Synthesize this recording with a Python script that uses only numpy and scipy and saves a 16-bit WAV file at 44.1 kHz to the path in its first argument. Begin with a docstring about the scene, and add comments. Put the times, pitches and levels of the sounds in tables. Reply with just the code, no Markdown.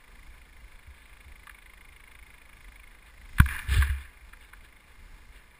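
"""A skier shuffles round on thin snow, heard through the closed case of a body-worn camera. Low wind rumble,
hiss and a faint fast ticking run from the start, with a few small pushes and light knocks. At 3.4 s a hard
knock rings the case and starts a half-second turn: the skis scrape and crunch, the wind swells and the camera
thumps on its mount. Faint pushes and knocks follow as the ticking recedes."""
import sys
import numpy as np
from scipy import signal
from scipy.fft import rfft, irfft
from scipy.io import wavfile
from scipy.ndimage import uniform_filter1d

SR = 44100
rng = np.random.default_rng(int(sys.argv[2]) if len(sys.argv) > 2 else 0)


def output_pcm(signal):
    """Save a mono or channel-first signal as 16-bit PCM at the path in sys.argv[1].

    Samples are clipped to [-1, 1] before scaling.
    """
    pcm = np.clip(np.atleast_2d(signal).T, -1, 1) * 32767
    wavfile.write(sys.argv[1], SR, np.round(pcm).astype(np.int16))


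N = 246519
T = np.arange(N) / SR
HZ = np.fft.rfftfreq(N, 1 / SR)


# ski pushes: start_s, length_s, level_db, edge_bite_share
SKI_PUSHES = [(0.311, 0.023, -57.5, 0), (.86, 0.19, -63, .95), (3.049, 0.036, -56.5, .5),
              (3.469, 0.075, -35.5, 0.05), (3.659, 0.11, -34, 0.86), (3.959, 0.059, -52, 0.5),
              (4.382, 0.059, -57.5, .9), (4.629, 0.024, -55.5, 0.83), (5.322, 0.052, -56, .6)]
# flat ski on snow: freq_hz, level_db
GLIDE_SPECTRUM = [(300, -14), (600, -2), (1000, -3.5), (1700, 3.5), (2300, 6.5), (3500, -5.5), (5200, -8),
                  (5700, -35)]
# biting edge on snow: freq_hz, level_db
EDGE_SPECTRUM = [(150, 20.5), (420, 19), (580, 2.5), (1000, -8.5), (1700, 0), (2300, 3), (2830, 8),
                 (4200, 9.5), (5200, 16.5), (5700, -8)]

def skis(build_share=0.58, bite_exponent=1.14):
    """Each push builds, holds and runs out. Flat skis rub dully; biting edges scrape more brightly."""
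    power, edge_power = np.zeros(N), np.zeros(N)
    for start_s, length_s, level_db, bite in SKI_PUSHES:
        progress = (T - start_s) / length_s
        speed = np.clip(progress / build_share, 0, 1) * np.exp(-np.maximum(progress - 1, 0))
        push_power = (amp(level_db) * speed) ** 2
        power += push_power
        edge_power += push_power * bite * speed ** bite_exponent  # edge lets go before the ski stops
    glide = np.sqrt(abs(power - edge_power)) * coloured(crunch(), GLIDE_SPECTRUM, case(HZ))
    scrape = np.sqrt(edge_power) * coloured(crunch(), EDGE_SPECTRUM, case(HZ))
    return glide + scrape


def crunch(grains_per_s=1200, scratch_db=2):
    """Snow crystals break over a smooth rub; each short scratch favours its own band."""
    grains = noise() * (rng.random(N) < grains_per_s / SR)
    bands = signal.stft(evened(grains) + noise(), nperseg=256)[2]
    scratches = uniform_filter1d(rng.standard_normal(bands.shape), size=3, axis=0)
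    scratches = evened(uniform_filter1d(scratches, size=4, axis=1))
    return signal.istft(bands * amp(scratch_db * scratches), nperseg=256)[1][:N]


# knocks on the case: start_s, level_db, base_contact_s, base_centre_hz
CASE_KNOCKS = [(1.4707, -44, 0.0031, 1300), (1.4963, -41, .0026, 1760), (3.3845, -28.5, 0.0033, 2600),
               (3.4009, -15.5, 0.0025, 1110), (3.461, -31, 0.0027, 2000), (3.489, -32, 0.0021, 2220),
               (3.591, -36.5, 0.0026, 3260), (3.8235, -24.5, 0.0048, 1930), (3.899, -38.5, 0.0043, 2600),
               (4.334, -43.5, 0.0037, 1550), (4.534, -44, 0.004, 1590)]
# bright graze, blow, loose rebound: delay_s, gain_db, contact_ratio, centre_ratio
KNOCK_CONTACTS = [(-.0018, -11.5, 0.61, 2.2), (0, 0, 1.2, 0.91), (.0148, -22.5, 2.4, 1.6)]

def knocks(gritty_s=0.0015, focus_db=8, reach_octaves=0.94, shelf_hz=947):
    """Each knock rings the modes of the case, most near one pitch; longer contacts are grittier."""
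    out, t = np.zeros(N), np.arange(4096) / SR
    hz = np.fft.rfftfreq(len(t), 1 / SR) + 1
    body = case(hz) / np.sqrt(1 + np.minimum(shelf_hz / hz, 1.04) ** 16)  # stiff wall gives less bass
    for start_s, level_db, base_contact_s, base_centre_hz in CASE_KNOCKS:
        for delay_s, gain_db, contact_ratio, centre_ratio in KNOCK_CONTACTS:
            contact_s, centre_hz = base_contact_s * contact_ratio, base_centre_hz * centre_ratio
            grit = rng.standard_normal(len(t)) * np.exp(-t / contact_s)
            force = (t == 0) + contact_s / gritty_s * grit / np.linalg.norm(grit)
            octaves_off = np.minimum(abs(np.log2(hz / centre_hz)), reach_octaves)
            colour = amp(-focus_db * octaves_off ** 2)
            ring = irfft(rfft(force) * causal(body * colour))
            ring /= np.std(ring[:SR // 200])  # rms 1 over the first 5 ms
            add(out, start_s + delay_s, amp(level_db + gain_db) * ring)
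    return out


# jolts of the camera mount: start_s, ring_db, shove_db
MOUNT_JOLTS = [(.87, -38.5, -60), (1.256, -41.5, -68), (3.395, -14, -4.5), (3.486, -33, -46),
               (3.68, -20, -40), (3.711, -19.5, -27.5), (3.7582, -13.5, -45), (3.7798, -7.5, -28),
               (3.890, -16, -55), (4.984, -47.5, -58)]

def thumps(ring_hz=68, t60_s=0.31, attack_s=0.0072, shove_s=0.0019, shove_at_s=0.00836,
           plop_hz=255, plop_db=-18, plop_s=0.0032):
    """A jolt shoves the case to and fro once with a hollow plop, then it swings on its mount."""
    out, t = np.zeros(N), np.arange(SR // 2) / SR
    onset = 1 - np.exp(-(t / attack_s) ** 2)
    ring = -np.sin(2 * np.pi * ring_hz * t) * amp(-60 * t / t60_s)
    lag_s = t - shove_at_s
    shove = lag_s / shove_s * np.exp((1 - (lag_s / shove_s) ** 2) / 2)
    plop = amp(plop_db) * np.sin(2 * np.pi * plop_hz * lag_s) * np.exp(-abs(lag_s) / plop_s)
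    for start_s, ring_db, shove_db in MOUNT_JOLTS:
        add(out, start_s, onset * (amp(ring_db) * ring + amp(shove_db) * (shove + plop)))
    return out


# wind on the case: freq_hz, level_db
WIND_SPECTRUM = [(8, -0.5), (25, 1), (45, 2.5), (65, -1.5), (90, -14.5), (140, -21.5), (250, -24.5),
                 (500, -40), (900, -37.5), (3000, -36)]

def wind(base_db=-52, gust_db=14.5, lee_db=1.5, lump_db=2, turn_s=3.59, turn_half_s=0.26):
    """Lumpy rumble on the case; it swells in the turn and is weaker afterwards."""
    turn = (T - turn_s) / turn_half_s
    level_db = base_db + gust_db * np.exp(-turn ** 2) - lee_db * (1 + np.tanh(turn)) / 2
    return amp(level_db + lump_db * wander(hz=2.5)) * coloured(noise(), WIND_SPECTRUM)


# tick pace, sagging briefly after the turn: time_s, ticks_per_s
TICK_PACE = [(0, 26.65), (3.9, 26.2), (4.45, 24.85), (5.1, 27.05)]
# tick rasp: freq_hz, level_db
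RASP_SPECTRUM = [(400, -27), (1100, -10.5), (1700, -12), (2050, 0), (2400, -1), (2800, -4.5), (3500, -2),
                 (5500, -17)]

def ticking(peak_db=-57.5, peak_s=2.1, swell_db_per_s=3, fade_db_per_s=2.5, uneven_db=1.5,
            rise_cycles=0.061, hold_cycles=0.22, fall_cycles=0.12, squeak_hz=2150, squeak_gain=0.8):
    """Fast ticking swells, then recedes; each tick is a short rasp with a squeak of unsteady pitch."""
    level_db = peak_db + np.minimum(swell_db_per_s * (T - peak_s), fade_db_per_s * (peak_s - T))
    ticks_per_s = np.interp(T, *np.transpose(TICK_PACE))
    cycle = (np.cumsum(ticks_per_s) / SR - 0.01) % 1
    pulse = np.minimum(cycle / rise_cycles, 1) * np.exp(-np.maximum(cycle - hold_cycles, 0) / fall_cycles)
    rasp = coloured(noise() * pulse, RASP_SPECTRUM, case(HZ))
    pitch_hz = squeak_hz * (1 + 0.045 * wander(hz=39.9))
    squeak = evened(pulse * np.sin(2 * np.pi * np.cumsum(pitch_hz) / SR))
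    return amp(level_db + uneven_db * wander(hz=6.6)) * evened(rasp + squeak_gain * squeak)


# open air outside the case: freq_hz, level_db
AIR_SPECTRUM = [(500, 16.5), (870, 1), (1100, -4), (1700, -5.5), (2150, 2.5), (2500, -1), (3300, -3),
                (5400, 8.5)]
# steady hiss: freq_hz, level_db
HISS_SPECTRUM = [(150, 8), (400, 3.5), (700, 2), (1300, -3.5), (3000, -5.5), (4500, -15), (5500, -15.5)]

def hiss(hiss_db=-67.5, air_db=-61, flutter_db=1):
    """Steady hiss, and the open air whispering through the case."""
    air = amp(air_db + flutter_db * wander(hz=25.3)) * coloured(noise(), AIR_SPECTRUM, case(HZ))
    return air + amp(hiss_db) * coloured(noise(), HISS_SPECTRUM)


# case resonances: freq_hz, half_width_hz, level_db
CASE_MODES = [(874, 47, -2.5), (1017, 81, 2.5), (1176, 84, 3.5), (1536, 224, 3), (1702, 126, 6.5),
              (2093, 183, -1), (2260, 49, -17), (2399, 124, 0), (2810, 150, -4.5), (3180, 74, -9.5),
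              (3490, 236, -7), (3950, 490, -14.5), (4060, 220, -21), (4810, 40, -22.5), (4800, 110, -26)]

def case(hz, leak_db=-28):
    """Sound passes the case at its modes and leaks weakly between them."""
    mode_power = sum((amp(level_db) / (1 + ((hz - freq_hz) / half_width_hz) ** 2)) ** 2
                     for freq_hz, half_width_hz, level_db in CASE_MODES)
    return np.sqrt(amp(leak_db) ** 2 + mode_power)


def amp(db):
    """Decibels to gain."""
    return 10 ** (np.asarray(db) / 20)


def evened(x):
    """Scales to rms 1."""
    return x / np.sqrt(np.mean(x ** 2) + 1e-20)


def noise():
    """White noise."""
    return rng.standard_normal(N)


def wander(hz):
    """Random drift up to about this rate, rms 1."""
    return evened(irfft(rfft(noise()) * np.exp(-(HZ / hz) ** 2), N))


def coloured(x, spectrum, path_gain=1):
    """Filters x by a spectrum and by its path, to rms 1."""
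    freq_hz, level_db = np.transpose(spectrum)
    gain = amp(np.interp(np.log(HZ + 1), np.log(freq_hz + 1), level_db))
    return evened(irfft(rfft(x) * gain * path_gain, N))


def causal(gain):
    """Minimum-phase filter: rings only after it is struck."""
    log_gain = np.log(gain + 1e-6)
    mirrored = np.concatenate([log_gain, log_gain[-2:0:-1]])
    return np.exp(np.conj(signal.hilbert(mirrored)))[:len(gain)]


def low_pass(x, hz):
    """Steep low-pass."""
    return signal.oaconvolve(x, signal.firwin(301, hz, window=("kaiser", 8), fs=SR), "same")


def add(mix, start_s, sound):
    """Lays a sound into the mix."""
    part = mix[max(round(start_s * SR), 0):][:len(sound)]
    part += sound[:len(part)]


def scene():
    """Everything reaches one microphone inside the case."""
    mono = wind() + hiss() + ticking() + skis() + knocks() + thumps()
    return np.array([mono, mono])


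def record(dry, input_band_hz=5800, output_band_hz=15450, stereo_hiss_db=-80, right_db=0.12):
    """The camera samples at 12 kHz and holds each sample, mirroring the sound into a glassy treble."""
    out = []
    for channel, gain in zip(dry, (1, amp(right_db))):
        sampled = signal.resample_poly(low_pass(channel, input_band_hz), 40, 147, window=("kaiser", 3))
        # very faint hiss, different in left and right
        sampled = gain * sampled + amp(stereo_hiss_db) * rng.standard_normal(len(sampled))
        held = signal.resample_poly(np.repeat(sampled, 4), 147, 160)[:N]
        out.append(low_pass(held, output_band_hz))
    return np.array(out)


dry = scene()
out = record(dry)
output_pcm(out)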